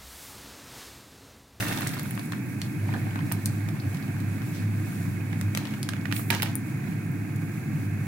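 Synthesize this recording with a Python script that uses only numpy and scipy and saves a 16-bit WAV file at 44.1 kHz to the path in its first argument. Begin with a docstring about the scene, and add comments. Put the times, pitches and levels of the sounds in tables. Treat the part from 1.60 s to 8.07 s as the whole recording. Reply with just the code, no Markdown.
"""A gas burner rumbles and drones under a cast pot of simmering water. Small dry pasta pours in from a
plastic bag with a splash, plops and spray, and the foam flares up; the last pieces drop in one by one.
After a second the simmer wells up, big steam bubbles glug and small ones pop. Near 3 s the bag swishes
over the pot and a thread of steam sings faintly. Then the bag crackles and slides, and at 4.7 s it is
put down beside the stove with a knock and a rattle while the pot simmers on."""
import sys
import numpy as np
from scipy import signal
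from scipy.fft import rfft, irfft
from scipy.io import wavfile

SR = 44100
rng = np.random.default_rng(int(sys.argv[2]) if len(sys.argv) > 2 else 0)


def materialize(psi):
    """Save the field psi as 16-bit PCM at rate SR to the path in sys.argv[1].

    A 1-D psi becomes a single channel; in a 2-D psi each row is a channel.
    """
    bounded = np.clip(np.atleast_2d(psi).T, -1, 1)
    quanta = np.round(bounded * 32767).astype(np.int16)
    wavfile.write(sys.argv[1], SR, quanta)


N = 285322
TIME, FREQS = np.arange(N) / SR, np.fft.rfftfreq(N, 1 / SR)


def amp(db):
    """Decibels to gain."""
    return 10 ** (np.asarray(db) / 20)

def unit_rms(x):
    """Scales to rms 1."""
    return x / np.sqrt(np.mean(x ** 2) + 1e-20)

def curve_at(points, hz):
    """Reads a curve along a log-frequency axis."""
    f, value = np.transpose(points)
    return np.interp(np.log(hz + 1), np.log(f + 1), value)

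def fader(points):
    """A fader ride through (time [s], level [dB]) points, as a gain per sample."""
    return amp(np.interp(TIME, *np.transpose(points)))

def fade(s, fall_db_per_s, db):
    """Gain that stays at db until time s, then dies away."""
    return amp(db - fall_db_per_s * np.maximum(TIME - s, 0))

def swell(s, db, rise_s, hold_s, fall_db_per_s):
    """Gain that rises to db at time s, holds, and dies away."""
    rise = np.clip(1 + (TIME - s) / rise_s, 0, 1)
    return rise ** 2 * fade(s + hold_s, fall_db_per_s, db)

def wander(hz):
    """Random modulation of rms 1, rolling off above the given rate."""
    return unit_rms(irfft(rfft(rng.standard_normal(N)) * np.exp(-(FREQS / hz) ** 2), N))

def add(mix, s, sound):
    """Lays a stereo sound into the mix at time s."""
    part = mix[:, max(round(s * SR), 0):][:, :sound.shape[1]]
    part += sound[:, :part.shape[1]]

def panned(db):
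    """Left and right gains; a positive pan leans left."""
    return amp(np.array([db / 2, -db / 2]).reshape(2, -1))

def resonances(peaks):
    """The boost in dB that a set of resonant peaks gives at each frequency."""
    return sum(db / (1 + (2 * (FREQS - hz) / width) ** 2) for hz, width, db in peaks)

def causal_eq(x, spectrum):
    """Minimum-phase EQ: nothing rings ahead of an attack."""
    size = 8192
    db = curve_at(spectrum, abs(np.fft.fftfreq(size, 1 / SR)))
    log_gain = np.log(amp(np.maximum(db, -100)))
    taps = np.fft.ifft(np.exp(np.conj(signal.hilbert(log_gain)))).real[:size // 2]
    return signal.oaconvolve(x, taps[None], axes=1)[:, :N]

# how alike the two channels are: (frequency [Hz], likeness [clipped to 0-1])
STEREO_LIKENESS = [(130, 2.5), (180, 0.46), (300, 1.6), (500, 0.76), (800, 0.65), (1200, 0.16),
                   (1600, 0.62), (2300, .5), (2600, 0)]
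# phase between the channels: (frequency [Hz], left lead [rad])
STEREO_LEAD = [(90, 0.42), (260, -0.63), (500, -0.78), (700, 0.037), (1000, -1.1), (1600, 1), (2400, 0.26),
               (4000, -0.43)]

def noise(spectrum, peaks=()):
    """A diffuse noise bed with optional resonances, narrow in the bass and wide in the treble."""
    left, unrelated = rfft(rng.standard_normal((2, N)))
    same = np.clip(curve_at(STEREO_LIKENESS, FREQS), 0, 1)
    right = (same * left + np.sqrt(1 - same ** 2) * unrelated) * np.exp(-1j * curve_at(STEREO_LEAD, FREQS))
    bed = irfft(np.array([left, right]) * amp(curve_at(spectrum, FREQS) + resonances(peaks)), N)
    return bed / np.std(bed.mean(0))

def grains(spectrum, per_s, spread_db, cycles, band_hz, rise=0.):
    """A swarm of tiny damped rings of many pitches and sizes; rise bends each one up as it dies."""
    out, pitches = np.zeros((2, N)), np.geomspace(*band_hz, 110)
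    for hz in pitches:
        at, chance, side, lag = rng.random((4, max(int(per_s * N / SR / len(pitches)), 1)))
        age = np.arange(int(6 * cycles * SR / hz) + 2) * hz / SR / cycles  # in decay times
        ring = hz * np.exp(-age + 2j * np.pi * cycles * (age + rise * age * age / 2))
        sizes = amp(spread_db * np.minimum(-np.log(1 - chance), 4)) * rng.choice([-1, 1], len(at))
        shifts = np.exp(1j * (lag - .5) * min(hz / 450, 2 * np.pi))  # path difference between the ears
        for s, size, pan, shift in zip(at * N / SR, sizes, side, shifts):
            add(out, s, size * np.array([(1.5 - pan) * ring.imag, (.5 + pan) * (ring * shift).imag]))
    swarm = causal_eq(out, spectrum)
    return swarm / np.std(swarm.mean(0))

# the bright EQ shared by all clicks: (frequency [Hz], gain [dB])
CLICK_EQ = [(2500, 1), (3800, 0.5), (5000, 0), (7200, -0.5), (9400, 5.5), (11000, 1.5), (15000, 5.5)]

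def clicks(rows, gain_db, ring_db, ring_s):
    """Each click is a burst of micro-impacts in one band, with a tail of reflections off pot and stove."""
    out, t = np.zeros((2, N)), np.arange(SR // 15) / SR
    hz = np.fft.rfftfreq(len(t), 1 / SR) + 1
    bandpass = signal.butter(3, (500, 16000), "bandpass", fs=SR, output="sos")
    for s, db, centre_hz, octaves, pan_db, decay_s in rows:
        envelope = np.exp(-t / decay_s) + amp(ring_db) * np.exp(-t / ring_s)
        burst = rng.standard_normal((2, len(t))) * envelope
        burst[:, 2] += .18 * np.sqrt(decay_s * SR)  # the first contact is one sharp snap
        burst /= np.std(burst[:, :SR // 100], axis=1, keepdims=True)
        band = np.sqrt(SR / 2 / np.log(2) / hz) / (1 + (np.log2(hz / centre_hz) / octaves) ** 2)
        click = signal.sosfilt(bandpass, causal_eq(burst, np.transpose([hz, 20 * np.log10(band)])))
        add(out, s, click * amp(db + gain_db) * unit_rms(panned(pan_db)))
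    return irfft(rfft(out) * amp(curve_at(CLICK_EQ, FREQS)), N)

# fader ride of the flame's drone: (time [s], level [dB])
DRONE_RIDE = [(0.0, -34), (0.12, -40.5), (0.83, -43.5), (1.04, -31), (1.1, -58), (1.24, -25.5), (1.35, -34),
              (2.07, -29.5), (2.2, -43), (2.27, -25.5), (2.41, -54), (2.5, -30), (2.56, -35.5),
              (2.72, -27.5), (2.9, -42.5), (3.04, -26.5), (3.21, -27), (3.33, -46), (3.39, -32.5),
              (3.8, -34), (3.86, -23.5), (4.09, -47), (4.11, -38.5), (4.79, -29.5), (5.08, -42.5),
              (5.6, -33), (5.69, -48), (5.75, -31), (5.91, -33), (5.97, -62), (6.04, -33), (6.13, -43),
              (6.23, -29.5), (6.47, -31)]
# the flame's low end and its hiss: (frequency [Hz], gain [dB])
RUMBLE_EQ = [(20, -45), (55, -33.5), (70, -17), (86, -18.5), (112, 2.5), (135, 0.5), (170, -1.5),
             (235, -6.5), (310, -6.5), (338, -11.5), (390, -19.5), (425, -25), (520, -37.5), (900, -82)]
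HISS_EQ = [(240, -26), (400, -7.5), (457, -3), (535, -8), (633, -7.5), (700, -3.5), (959, -8.5),
           (1350, -8.5), (1600, -6), (1800, -4.5), (1960, -7.5), (2200, -6), (2370, -6.5), (2600, -7.5),
           (2890, -20), (3300, -65), (7260, -120)]
# resonances of stove and kitchen, then of the air in the pot: (frequency [Hz], width [Hz], boost [dB])
STOVE_PEAKS = [(127, 17, 1), (142.4, 11, 2), (169.8, 10.7, 4), (208.4, 17, 2.5), (268, 23, 2.5),
               (293.2, 6.1, 5.5)]
POT_AIR_PEAKS = [(1597, 98, 6), (2207, 72, 7), (2512, 82, 6)]
DRONE_HZ, FLUTTER_HZ = 102.56, 13.6

def burner():
    """Turbulent flame: a steady rumble, a hiss, and a fluttering drone in the gap under the pot."""
    flutter = amp(-.5 + wander(FLUTTER_HZ))
    phase = 2 * np.pi * np.cumsum(DRONE_HZ + 1.206 * wander(4.4)) / SR
    drone = fader(DRONE_RIDE) * flutter * np.sin(phase)
    octave = amp(-44) * np.sin(2 * phase + .56 * wander(6.3))
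    rumble = amp(-32 + .12 * wander(22)) * noise(RUMBLE_EQ, STOVE_PEAKS)
    hiss = amp(-48 + .5 * wander(25)) * noise(HISS_EQ, POT_AIR_PEAKS)
    return np.sqrt(2) * (drone + octave) + rumble + hiss

# fader ride of the fizz: (time [s], level [dB])
FOAM_RIDE = [(0, -56), (1.5, -50), (3.1, -50.5), (3.42, -49), (3.56, -51), (4.6, -52), (6.47, -53)]
# its airy tone: (frequency [Hz], gain [dB])
FOAM_EQ = [(1500, 2.5), (3000, -3.5), (4200, -1.5), (5300, -2.5), (7400, -0.5), (8400, -1), (9300, 2),
           (10200, -0.5), (12000, 2), (13500, -2), (15300, -1), (16000, 5)]

def foam():
    """Countless tiny bubbles burst on the surface, flaring up as the pasta goes in."""
    sparkle = grains(FOAM_EQ, per_s=2000, spread_db=1.8, cycles=2, band_hz=(3000, 15000))
    envelope = fader(FOAM_RIDE) + fade(0, fall_db_per_s=35, db=-38)
    return envelope * amp(wander(8.6)) * (noise(FOAM_EQ) + amp(-9) * sparkle)

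# body of the splash and top end of the spray: (frequency [Hz], gain [dB])
SPLASH_EQ = [(250, 0), (480, -2), (750, -2), (1100, -1.5), (1800, 1.5), (2400, -7.5), (3000, -8.5),
             (3900, -9), (5500, -18), (10000, -25)]
SPRAY_EQ = [(1800, -27), (4000, 6), (6000, 4), (9500, 9.5), (13000, 6.5), (16000, 6)]
# resonances of the air in the pot: (frequency [Hz], width [Hz], boost [dB])
POT_PEAKS = [(680, 76, 4), (1810, 160, 2), (2700, 150, 10), (3620, 220, 5), (5810, 320, 9)]
POUR_END_S = .24

def pour():
    """Pasta hits the water in uneven clumps, churning up bubbles and spray; it thins, then runs out."""
    clumps = amp(wander(40))
    running_out = fade(POUR_END_S, fall_db_per_s=22, db=0)
    splash = clumps * fade(0, fall_db_per_s=26, db=-35) * running_out
    spray = clumps * fade(0, fall_db_per_s=25, db=-41.5)
    bubbles = grains(SPLASH_EQ, per_s=1800, spread_db=3, cycles=3.5, band_hz=(380, 6500), rise=.02)
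    bubbles = irfft(rfft(bubbles) * amp(resonances(POT_PEAKS)), N)
    drops = grains(SPRAY_EQ, per_s=500, spread_db=4.2, cycles=3, band_hz=(3500, 15000))
    wash = amp(-3.5) * noise(SPLASH_EQ, POT_PEAKS)
    mist = amp(-16) * noise(SPRAY_EQ)
    return splash * (amp(-4.5) * bubbles + wash) + spray * (amp(-2.5) * drops + mist)

# air pockets dragged under by the pasta: (time [s], pitch [Hz], level [dB])
PLOPS = [(.005, 2700, -24), (.025, 1760, -26), (.026, 1380, -25), (0.08, 2680, -31), (.085, 3450, -30.5),
         (.109, 705, -26), (.110, 2630, -33), (.124, 1860, -23.5), (.130, 3510, -35), (0.172, 760, -29),
         (.175, 3610, -29), (.186, 930, -28.5), (.208, 1470, -26), (.219, 1780, -26.5), (.220, 4070, -31.5),
         (.230, 1230, -25.5), (.236, 860, -34), (.266, 1485, -29), (0.268, 1920, -27.5), (.336, 2040, -29),
         (.357, 1830, -37), (.368, 1370, -32.5), (.378, 2130, -33), (.388, 4200, -34), (.457, 1480, -33)]
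PLOP_RISE_S, PLOP_DECAY_S, PLOP_GLIDE_PER_S = .0004, .0022, 4
SLAP_OCTAVES, SLAP_DECAY_S = 1.2, .0037

def plops():
    """Each clump slaps the water; the air it drags under rings briefly and rises in pitch."""
    slaps = [(s, db, hz, SLAP_OCTAVES, 0, SLAP_DECAY_S) for s, hz, db in PLOPS]
    out = clicks(slaps, gain_db=-15.5, ring_db=-13, ring_s=.008)
    t = np.arange(SR // 20) / SR
    envelope = (1 - np.exp(-t / PLOP_RISE_S)) * np.exp(-t / PLOP_DECAY_S)
    for s, hz, db in PLOPS:
        phase = 2 * np.pi * hz * (t + PLOP_GLIDE_PER_S * t * t / 2) + rng.normal(0, .6, (2, 1))
        add(out, s, amp(db + .5) * envelope * np.sin(phase))
    return out

# pasta hits: (time [s], level [dB], centre [Hz], width [octaves], pan [dB], decay [s])
PASTA_HITS = [(.084, -45, 9000, 1.5, -3, .001), (.1263, -47, 4500, 3, 0, .002),
              (.1736, -47, 6000, 3.4, -1, 0.0033), (.186, -48, 7000, 2, 0, .0015),
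              (.2078, -40, 14000, 0.52, 0, .0015), (.2722, -35, 7400, 0.72, 1, 0.0022),
              (.281, -44, 6000, .8, 0, .0015), (.2919, -45, 12000, 1.6, -4, .002),
              (.3952, -44.5, 3500, 4.3, 5, 0.002), (.4315, -43, 14000, 0.46, -6, .0005),
              (.5085, -42, 11900, 0.39, 0, 0.00069), (.5095, -39.5, 2170, 0.38, 3, 0.00076),
              (.5761, -39, 1450, 0.75, 9, 0.0022), (.5943, -44.5, 1400, 2.5, 0, 0.0012),
              (.7211, -40.5, 1810, 1.6, 3, 0.0028), (.7333, -34, 1750, 0.4, 5, .002),
              (1.017, -38.5, 4260, 1.05, 0, 0.00092), (1.7159, -41.5, 1990, 1.6, 1, 0.0059),
              (1.7209, -33, 11500, 0.84, -4, 0.0022), (1.858, -31.5, 9400, 0.84, 0.5, 0.00067),
              (1.8682, -51, 9500, 1.2, -5, .001)]

def pasta_hits():
    """Single hard pieces land in the pot, each with a dry tick."""
    return clicks(PASTA_HITS, gain_db=1, ring_db=-14, ring_s=.005)

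# pitched accents on the clicks: (time [s], pitch [Hz], level [dB], decay [s], pan [dB])
PINGS = [(.509, 10500, -36, .0033, -3), (1.7159, 930, -25.5, 0.002, 3), (1.7163, 1830, -31, 0.0033, -3),
         (1.8588, 6000, -27, 0.001, 0), (3.812, 1820, -31, 0.0013, 1), (4.2894, 1630, -26, 0.003, -11),
         (4.455, 1800, -24, 0.0014, -11), (4.525, 2400, -21, 0.0005, -6), (4.7032, 890, -32, 0.0033, -2),
         (4.7032, 1910, -22.5, 0.003, -2), (4.7029, 2380, -19.5, 0.0036, -4),
         (4.7033, 3920, -22.5, 0.0026, -10), (4.8295, 900, -26, .004, -3), (4.9545, 9420, -23, 0.0025, 10),
         (4.9548, 9216, -50, .018, 3)]

def pings():
    """Some clicks of pasta and bag ring with a clear pitch; the last touch sings on thinly."""
    out, t = np.zeros((2, N)), np.arange(SR // 2) / SR
    for s, hz, db, decay_s, pan_db in PINGS:
        add(out, s, panned(pan_db) * amp(db) * np.exp(-t / decay_s) * np.sin(2 * np.pi * hz * t))
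    return out

# fader ride of the simmer, then the crests where water wells up: (time [s], level [dB])
SIMMER_RIDE = [(1.1, -57), (1.3, -46), (4, -49), (5, -52.5), (6.47, -51.5)]
SURGES = [(1.33, -43), (1.55, -59), (5.27, -48)]
# midrange tone of the bubbling: (frequency [Hz], gain [dB])
SIMMER_EQ = [(250, -1.5), (600, -2.5), (950, -4), (1300, -3.5), (1700, 1.5), (2600, -8.5), (4300, -10),
             (6000, -24), (12000, -39)]

def simmer():
    """Larger bubbles simmer, and well up now and then in a soft, low slosh."""
    bubbles = grains(SIMMER_EQ, per_s=500, spread_db=3.5, cycles=3.5, band_hz=(443, 2860), rise=.04)
    surges = sum(swell(s, db, rise_s=.12, hold_s=.011, fall_db_per_s=155) for s, db in SURGES)
    slosh = surges * amp(13) * noise(RUMBLE_EQ)
    bubbling = amp(-6.5) * bubbles + amp(-9.5) * noise(SIMMER_EQ)
    return slosh + (fader(SIMMER_RIDE) + surges) * bubbling

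# big steam bubbles: (peak time [s], pitch [Hz], glide [octaves/s], level [dB])
GLUGS = [(1.171, 151, 1, -27), (1.62, 149.4, 2, -24), (1.642, 291, 4.5, -28.5), (2.142, 151.3, -7, -25),
         (2.14, 294, -5.5, -31), (3.478, 173, -10.5, -24), (5.293, 184, 4, -27), (6.157, 147, 3, -24.5)]
GLUG_RISE_S, GLUG_FALL_S = .012, .016

def glugs():
    """Each big bubble gives a few low cycles that glide as it swells or shrinks."""
    out, t = np.zeros((2, N)), np.arange(-SR // 10, SR // 10) / SR
    envelope = np.exp(-(t / np.where(t < 0, GLUG_RISE_S, GLUG_FALL_S)) ** 2)
    for s, hz, glide, db in GLUGS:
        turns = np.cumsum(hz * 2 ** (glide * t)) / SR + rng.random()
        add(out, s + t[0], panned(0) * amp(db) * envelope * np.sin(2 * np.pi * turns))
    return out

# bubble pops: (time [s], level [dB], centre [Hz], width [octaves], pan [dB], decay [s])
POPS = [(1.2895, -38, 700, 0.6, 6, .003), (1.3385, -36, 1400, 0.84, 5, 0.0022),
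        (1.349, -40, 790, 0.62, 4, .005), (1.468, -42, 800, 0.55, 4, 0.0037),
        (1.508, -45, 1700, 1, 10, 0.0018), (1.5577, -37, 1300, 0.87, 4, 0.0018),
        (1.5899, -42.5, 1200, 1.3, 4, .0035), (1.606, -44, 1900, 0.64, 2, .002),
        (2.0878, -47.5, 2000, 3.1, 0, 0.0012), (2.199, -41, 4400, 0.2, -2, .0025),
        (2.3457, -48, 3000, 1.6, 3, 0.0036), (2.37, -49, 3000, 1.2, 0, .002),
        (2.426, -47, 4000, 0.31, -2, 0.0022), (2.603, -52.5, 7000, 1.5, 0, .004),
        (2.8181, -44.5, 1300, 1.3, 4, 0.0015), (5.5171, -50, 15000, .4, 9, .0005),
        (5.7603, -51, 13000, 1.6, -2, 0.0027)]

def pops():
    """Single bubbles burst on top of the simmer."""
    return clicks(POPS, gain_db=-1, ring_db=-13, ring_s=.008)

# breathy tone of the swish: (frequency [Hz], gain [dB])
SWISH_EQ = [(1500, -27), (3200, -4), (5000, -4), (7000, -7), (12000, -13)]

def bag_swish():
    """The bag swings over the pot in one short whoosh."""
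    return swell(2.95, db=-50.5, rise_s=.043, hold_s=.014, fall_db_per_s=137) * noise(SWISH_EQ)

# fader ride of the steam: (time [s], level [dB])
STEAM_RIDE = [(3.0, -74), (4.8, -68), (5.6, -72), (5.9, -68), (6.47, -72)]
# its narrow whistle band: (frequency [Hz], gain [dB])
STEAM_EQ = [(5500, -32), (6450, -10), (6720, 8), (7000, -16), (8000, -36)]

def steam():
    """A thin thread of steam sings faintly."""
    return fader(STEAM_RIDE) * noise(STEAM_EQ)

# snaps and taps of the bag: (time [s], level [dB], centre [Hz], width [octaves], pan [dB], decay [s])
CRACKLES = [(3.729, -40, 2000, 0.78, 2, 0.006), (3.8122, -43.5, 6000, 4.2, 0, 0.0011),
            (3.9497, -36.5, 3800, 2.6, 4, 0.0015), (3.9735, -32, 3780, 2.1, 3.5, 0.0016),
            (4.0536, -41.5, 2400, 1.2, 9, 0.004), (4.071, -47, 3800, 0.72, 5, .002),
            (4.1381, -42, 1900, 0.96, 6, .005), (4.2299, -38, 6400, 1.7, 2, 0.00063),
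            (4.2894, -35.5, 3900, 1.5, -0.5, 0.0027), (4.3351, -39.5, 1720, 1.15, -4, 0.0018),
            (4.3663, -41, 1780, 0.64, -1, .001), (4.412, -54, 4000, 0.63, -2, .001),
            (4.4555, -33.5, 2020, 0.57, -7, 0.0017), (4.5142, -36.5, 1710, 0.88, -5, 0.0025),
            (4.525, -30, 2620, 1, -7, 0.00059), (4.564, -35.5, 3000, 0.65, -5, 0.004),
            (4.5625, -36, 9300, 0.22, -5, .003), (4.5938, -38.5, 900, 0.8, -4, 0.0017),
            (4.7032, -29.5, 3600, 1.2, -2, 0.0035), (4.7062, -30, 2880, 1.3, -10, .003),
            (4.7034, -30, 12000, 0.46, -11, 0.0032), (4.7487, -40, 4500, 5.2, -10, 0.0027),
            (4.7998, -35.5, 1890, 0.7, -7, .002), (4.8215, -31.5, 3200, 0.94, -12, 0.0015),
            (4.8215, -33, 11000, 0.96, -15, 0.0016), (4.8295, -30.5, 2220, 1.8, 3, 0.0025),
            (4.8295, -31, 14000, 0.43, -15, .0025), (4.8595, -40, 2000, 1, -8, .002),
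            (4.869, -46, 2200, 1, -3, .002), (4.9545, -34, 13000, 0.5, 7, 0.00089)]

def bag_crackle():
    """Creases snap in the plastic, and the bag knocks down."""
    return clicks(CRACKLES, gain_db=-1, ring_db=-14.5, ring_s=.0048)

# slides of the bag: (peak time [s], level [dB], pan [dB])
SLIDES = [(3.985, -53, 1), (4.577, -37, 0.5), (4.72, -48, 2), (4.84, -48, 1)]
# sheen of the plastic film: (frequency [Hz], gain [dB])
FILM_EQ = [(2500, -20), (5000, -12), (8000, -4), (9500, 1), (11000, 0), (14500, 2), (16000, 2.5)]

def bag_slide():
    """The film slides in short strokes, a bright hiss flecked with crinkles."""
    strokes = sum(panned(pan_db) * swell(s, db, rise_s=.1, hold_s=.0086, fall_db_per_s=215)
                  for s, db, pan_db in SLIDES)
    crinkles = grains(FILM_EQ, per_s=1500, spread_db=3, cycles=2, band_hz=(4000, 15000))
    return strokes * (amp(-7) * crinkles + amp(-.5) * noise(FILM_EQ))

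# shifts of the pasta in the bag: (time [s], hold [s], level [dB])
RATTLES = [(4.006, 0.12, -39.5), (4.493, .06, -60), (4.727, .002, -21), (4.846, 0.04, -35.5)]
# dry tone of the rattle: (frequency [Hz], gain [dB])
RATTLE_EQ = [(200, -11), (370, -3), (500, -5), (900, 4), (1200, -3), (1700, 1.5), (2400, -5), (3200, -4.5),
             (4000, -8), (6000, -10), (10000, -17)]

def bag_rattle():
    """Dry pieces clatter together as they shift inside the bag."""
    shifts = sum(swell(s, db, rise_s=.024, hold_s=hold, fall_db_per_s=205) for s, hold, db in RATTLES)
    pieces = grains(RATTLE_EQ, per_s=1500, spread_db=2.3, cycles=4, band_hz=(330, 7000))
    return shifts * amp(-13) * (pieces + noise(RATTLE_EQ))

# blows of the landing bag: (time [s], level [dB])
KNOCKS = [(4.704, -33), (4.828, -52)]
# modes of the surface under it: (frequency [Hz], level [dB], t60 [s])
SURFACE_MODES = [(375.6, 0.5, 0.3), (924, 5, 0.16), (1670, 2, 0.18), (1970, -2, 0.072), (2160, -1, 0.12),
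                 (2370, -8, .1), (2660, -3, 0.092), (3930, -11, .2)]

def knocks():
    """The bag lands on a hollow surface and sets it ringing."""
    out, t = np.zeros((2, N)), np.arange(SR // 2) / SR
    for s, blow_db in KNOCKS:
        for hz, db, t60 in SURFACE_MODES:
            phase = 2 * np.pi * hz * t + rng.normal(0, .7, (2, 1))
            add(out, s, amp(blow_db + db - 60 * t / t60) * np.sin(phase))
    return out

# the kitchen's short reverb: (frequency [Hz], t60 [s])
KITCHEN_DECAY = [(300, 0.23), (1500, 0.19), (4000, 0.26), (7000, 0.19), (16000, 0.083)]

def kitchen(x):
    """Sparse reflections of random sign, each band dying at its own speed."""
    taps = rng.choice([-1., 1.], (2, SR // 2)) * (rng.random((2, SR // 2)) < .08)
    taps[:, :SR // 400] = 0  # pre-delay
    hz, t, bands = signal.stft(taps, SR, nperseg=256)
    tail = signal.istft(bands * amp(-60 * t / curve_at(KITCHEN_DECAY, hz)[:, None]), SR)[1]
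    return signal.oaconvolve(x, tail / np.linalg.norm(tail[0]), axes=1)[:, :N]

def scene():
    """Pot and bag close up, each with a reverb send, over a dry bed of flame, foam and steam."""
    pot = pasta_hits() + pour() + plops() + pops() + simmer() + glugs()
    beside = bag_crackle() + bag_swish() + bag_slide() + bag_rattle() + knocks() + pings()
    reverb = amp(-8) * kitchen(pot) + amp(-9.5) * kitchen(beside)
    return pot + beside + reverb + burner() + foam() + steam()

# balance between the two microphone ports: (frequency [Hz], pan [dB])
PORT_BALANCE = [(100, -1.06), (400, -.5), (800, 1), (1300, -2.5), (1550, -4), (1850, -3.5), (2250, -12),
                (2700, -1.5), (3300, -1), (11000, -0.6), (13300, 0), (15500, 0)]
HIGH_CUT_HZ = 15900

def record(dry):
    """The two microphone ports colour the sound differently; a steep high cut trims the top."""
    ports = panned(curve_at(PORT_BALANCE, FREQS))
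    heard = irfft(rfft(dry) * ports / ports.mean(0), N)
    high_cut = signal.firwin(511, HIGH_CUT_HZ, window=("kaiser", 9), fs=SR)
    return signal.oaconvolve(heard, high_cut[None], "same")


dry = scene()
out = record(dry)
materialize(out)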